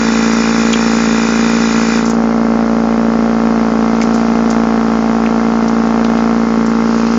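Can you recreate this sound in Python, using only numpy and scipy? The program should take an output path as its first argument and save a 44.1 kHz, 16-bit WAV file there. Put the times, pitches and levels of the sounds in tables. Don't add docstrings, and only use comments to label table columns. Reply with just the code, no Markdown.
import sys
import numpy as np
from scipy.fft import rfft, irfft, next_fast_len
from scipy.io import wavfile
from scipy.ndimage import map_coordinates

SR = 44100
rng = np.random.default_rng(int(sys.argv[2]) if len(sys.argv) > 2 else 0)


def digitize_waveform(pressure):
    field = np.atleast_2d(pressure).T
    bounded = np.clip(field, -1, 1)
    quanta = np.round(bounded * 32767).astype(np.int16)
    wavfile.write(sys.argv[1], SR, quanta)


N = 316638
SIZE = next_fast_len(N + SR // 2)
HZ = np.fft.rfftfreq(SIZE, 1 / SR)
TIME = np.arange(N) / SR

# (frequency [Hz], relative level [dB])
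RUMBLE_EQ = [(15, -12), (40, -13.5), (80, -4), (103, -14), (150, 7), (300, -5.5), (600, -46)]
# (frequency [Hz], relative level [dB])
HISS_EQ = [(1470, -32), (2500, -3), (2780, -8), (3050, -9), (3580, -12.5), (5050, -4.5), (6890, -10.5),
           (7300, -18), (9490, -41.5), (16100, -120)]
# (start [s], end [s], level [dB])
CLOTH_MOVES = [(3.766, 4.485, -40.5), (6.738, 7.4, -34.5)]
# (time [s], level [dB], 60 dB decay [s], centre [Hz])
SCUFF_CUES = [(0.7295, -16, 0.063, 6250), (2.055, -25, 0.25, 6060), (2.094, -24, .13, 6800),
              (4.015, -24.5, 0.15, 5670), (4.142, -30, 0.25, 5940), (4.502, -26.5, 0.23, 5940),
              (5.682, -28, 0.074, 5500), (6.044, -28.5, 0.1, 4020), (6.172, -25, 0.13, 1500),
              (6.663, -21, .045, 6220), (6.695, -30, 0.079, 5830)]
# (time [s], level [dB], centre [Hz])
KNOCK_CUES = [(0.726, -22, 3190), (0.735, -10.5, 3100), (4.0158, -15.5, 2180), (5.262, -20.5, 2330)]
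# (pitch [Hz], wander [Hz], relative level [dB])
WHISTLE_TONES = [(5534, 6, 0), (3531, 10, -8)]
# (frequency [Hz], width [Hz], relative level [dB])
METAL_MODES = [(1413, 150, 9), (1645, 240, 5.5), (1970, 270, 6), (2360, 260, 0), (2870, 210, -3.5),
               (3610, 360, -1.5), (3960, 62, 3), (4570, 900, -5.5), (5000, 73, 4), (5390, 57, 5.5),
               (5920, 110, 2.5), (6140, 260, -2.5), (6200, 130, -7), (6630, 61, 4), (6910, 420, -0.5)]
# (time [s], firing rate [Hz])
IDLE_RATE = [(0.0, 56.38), (1.03, 56.81), (1.04, 56.13), (1.54, 57.21), (1.71, 56.46), (2.08, 56.83),
             (3.55, 56.72), (3.7, 56.12), (4.25, 57.15), (4.96, 56.32), (5.4, 56.7), (6.39, 57.02),
             (6.56, 56.39), (7.18, 57.5)]
# (lateness [ms], accent [dB])
FIRING_ORDER = [(.15, 2.3), (-.13, -2.1), (.04, 1.4), (-.03, -.5), (0, 1.8), (-.05, -2.9)]
# (start [s], end [s], fade [s], share cancelled [0-1])
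HOLLOW_SPELLS = [(-.2, 2.2, .13, .6), (6.25, 7.45, .4, .66)]
# (frequency [Hz], relative level [dB])
FRONT_EQ = [(130, -37), (300, -21.5), (420, -2.5), (570, -5), (830, 10.5), (1050, 3), (1400, -1.5),
            (1650, -6.5), (2050, -18.5), (2250, -16.5), (2850, -33.5), (5000, -33), (8000, -51.5)]
# (delay [ms], gain [ratio])
PIPE_ECHOES = [(1.62, 0.43), (3.4, -0.16), (4.45, 0.33), (9.3, -0.014)]
# (frequency [Hz], relative level [dB])
TURBULENCE_EQ = [(110, -50.5), (220, 2), (360, -3.5), (470, 0.5), (580, -0.5), (780, 1), (1150, -6),
                 (1450, -3), (1950, -13), (2100, -3.5), (2230, -18.5), (2700, -22), (4000, -24.5),
                 (8000, -34.5)]
# (frequency [Hz], width [Hz], relative level [dB])
SILENCER_MODES = [(236.1, 30.4, 0), (416.6, 41.7, -12.5)]

GRIP_S, RELEASED_S, CLOSE_S, OPEN_S = 2.1, 4.1, .08, 1
TOUCH_S, DAMP_DB_PER_S = 1.987, 174.5
HISS_DB, METAL_DB, BARK_DB = -37.5, -21.5, -24
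SHADE_DB = 1.26


def amp(db):
    return 10 ** (np.asarray(db) / 20)


def unit(x):
    return x / np.sqrt(np.mean(x ** 2) + 1e-20)


def eq(points):
    hz, db = np.transpose(points)
    return amp(np.interp(np.log(HZ + 1), np.log(hz), db))


def resonance(hz, width, f=HZ):
    return 1j * f * width / (hz * hz - f ** 2 + 1j * f * width)


def delay(ms):
    return np.exp(-2j * np.pi * HZ * ms / 1000)


def filtered(x, response):
    return irfft(rfft(x, SIZE) * response, SIZE)[:N]


def noise(response):
    return unit(filtered(rng.standard_normal(SIZE), response))


def pulses(times, sizes):
    at = times[:, None] * SR
    taps = np.floor(at).astype(int) + np.arange(-7, 9)
    shape = np.sinc(taps - at) * np.sinc((taps - at) / 8)
    return np.bincount((taps % SIZE).ravel(), (sizes[:, None] * shape).ravel(), SIZE)


def wobble(rate):
    return map_coordinates(rng.standard_normal(4096), [TIME * rate], mode="wrap")


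def spell(start, end, rise, fall):
    return np.clip(np.minimum((TIME - start) / rise, (end - TIME) / fall), 0, 1)


def grip():
    return spell(GRIP_S, RELEASED_S, CLOSE_S, OPEN_S)


def looseness():
    return amp(-DAMP_DB_PER_S * np.maximum(TIME - TOUCH_S, 0))


def rumble(level_db):
    return amp(level_db) * noise(eq(RUMBLE_EQ))


def hiss(turns, flutter, lift_db):
    level = amp(HISS_DB + lift_db * looseness() - SHADE_DB * grip())
    pulsing = 1 + flutter * np.cos(2 * np.pi * 2 * turns)
    return level * pulsing * noise(eq(HISS_EQ))


def contact(start, db, t60, hz, width):
    age = np.arange(SR // 2) / SR
    band = resonance(hz, width, np.fft.rfftfreq(len(age), 1 / SR)) ** 2
    burst = unit(irfft(rfft(rng.standard_normal(len(age))) * band))
    return np.pad(burst * amp(db - 60 * age / t60), (round(start * SR), N))[:N]


def scuffs(width_hz, fade_s, grit_db):
    scrapes = sum(contact(s, db, t60, hz, width_hz) for s, db, t60, hz in SCUFF_CUES)
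    movement = sum(amp(db) * spell(start, end, fade_s, fade_s) for start, end, db in CLOTH_MOVES)
    cloth = movement * noise(eq(HISS_EQ))
    return (scrapes + cloth) * unit(amp(grit_db * wobble(300)))


def knocks(t60_s, width_ratio):
    return sum(contact(s, db, t60_s, hz, width_ratio * hz) for s, db, hz in KNOCK_CUES)


def whistle(level_db, peak_s, fade_db_per_s, waver_db):
    tones = 0
    for hz, wander, db in WHISTLE_TONES:
        level = amp(db + waver_db * wobble(40))
        pitch = hz + wander * wobble(60)
        tones += level * np.sin(2 * np.pi * np.cumsum(pitch) / SR)
    swell = amp(level_db - fade_db_per_s * np.abs(TIME - peak_s))
    return swell * looseness() * unit(tones)


def rattle(times, after_ms, jitter_ms, scatter_db, ring_hz, width_hz, trim_db):
    slip, accent = rng.standard_normal((len(times), 2)).T
    hits = pulses(times + (after_ms + jitter_ms * slip) / 1000, amp(scatter_db * accent))
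    clinks = unit(filtered(hits, resonance(ring_hz, width_hz) ** 2))
    return amp(METAL_DB + trim_db) * looseness() * clinks


def sizzle(turns, flutter, trim_db):
    power = sum(np.abs(amp(db) * resonance(hz, width) ** 2) ** 2 for hz, width, db in METAL_MODES)
    shake = rng.standard_normal(N) * (1 + flutter * np.cos(2 * np.pi * turns))
    return amp(METAL_DB + trim_db) * looseness() * unit(filtered(shake, np.sqrt(power)))


def firings(turns, jitter_ms, scatter_db):
    n = np.arange(-len(FIRING_ORDER), int(turns[-1]) + 1)
    late_ms, db = np.array(FIRING_ORDER)[n % len(FIRING_ORDER)].T
    slip, accent = rng.standard_normal((len(n), 2)).T
    pre_roll = np.minimum(n - turns[0], 0) / IDLE_RATE[0][1]
    due = np.interp(n, turns, TIME) + pre_roll
    return due + (late_ms + jitter_ms * slip) / 1000, amp(db + scatter_db * accent)


def hollowed(x, notch_hz, width_hz):
    depth = sum(share * spell(start, end, fade, fade) for start, end, fade, share in HOLLOW_SPELLS)
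    return x - depth * filtered(x, resonance(notch_hz, width_hz))


def cupped(x, ring_hz, width_hz, cup_db):
    return x + amp(cup_db) * grip() * filtered(x, resonance(ring_hz, width_hz))


def bark(times, sizes, accent_power, scatter_db, front_db, puff_db, puff_ms, stream_db):
    blows = pulses(times, sizes ** accent_power * amp(scatter_db * rng.standard_normal(len(times))))
    echoes = 1 + sum(gain * delay(ms) for ms, gain in PIPE_ECHOES)
    front = unit(filtered(blows, -1j * eq(FRONT_EQ) * echoes))
    front = cupped(front, ring_hz=570, width_hz=22, cup_db=13)
    gusts = delay(-.35) + delay(PIPE_ECHOES[-1][0] - .3)
    gate = np.abs(filtered(blows, gusts / (1 + 2j * np.pi * HZ * puff_ms / 1000)))
    puffs = unit(filtered(gate * rng.standard_normal(N), eq(TURBULENCE_EQ)))
    stream = noise(eq(TURBULENCE_EQ))
    blend = amp(front_db) * front + amp(puff_db) * puffs + amp(stream_db) * stream
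    return amp(BARK_DB - SHADE_DB * grip()) * blend


def boom(times, sizes, turns, lead_ms, soft_hz, low_cut_hz, boom_db, leak_db, throb_db):
    low_cut = HZ ** 10 / (HZ ** 10 + low_cut_hz ** 10)
    push = np.exp(-(HZ / soft_hz) ** 2) * low_cut * delay(-lead_ms)
    modes = sum(amp(db) * resonance(hz, width) for hz, width, db in SILENCER_MODES)
    body = modes + amp(leak_db)
    ring = unit(filtered(pulses(times, sizes), -push * body))
    throb = unit(np.cos(2 * np.pi * turns))
    return amp(boom_db) * ring - amp(throb_db) * throb


def scene():
    rate = np.interp(TIME, *np.transpose(IDLE_RATE))
    turns = -.872 + np.cumsum(rate) / SR
    times, sizes = firings(turns, jitter_ms=.08, scatter_db=.7)
    lows = boom(times, sizes, turns, lead_ms=1.103, soft_hz=630, low_cut_hz=160.3,
                boom_db=-12, leak_db=-33, throb_db=-34.5)
    mids = bark(times, sizes, accent_power=.1, scatter_db=.6, front_db=3.2,
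                puff_db=-7, puff_ms=3.2, stream_db=-2.2)
    exhaust = hollowed(lows + mids, notch_hz=693, width_hz=202)
    bed = hiss(turns, flutter=.058, lift_db=4.5) + rumble(level_db=-36.5)
    metal = sizzle(turns, flutter=.088, trim_db=-2)
    metal += whistle(level_db=-34.5, peak_s=.28, fade_db_per_s=6, waver_db=1)
    metal += rattle(times, after_ms=11, jitter_ms=.7, scatter_db=1.6,
                    ring_hz=2440, width_hz=190, trim_db=-10)
    foley = knocks(t60_s=.045, width_ratio=.29) + scuffs(width_hz=3900, fade_s=.23, grit_db=3)
    return exhaust + bed + metal + foley


def record(dry):
    high_cut_hz, clip_level, top_hz = 7350, .74, 15800
    narrow = filtered(dry, 1 / np.sqrt(1 + (HZ / high_cut_hz) ** 160))
    clipped = narrow / (1 + np.abs(narrow / clip_level) ** 14) ** (1 / 14)
    return filtered(clipped, HZ < top_hz)


dry = scene()
out = record(dry)
digitize_waveform(out)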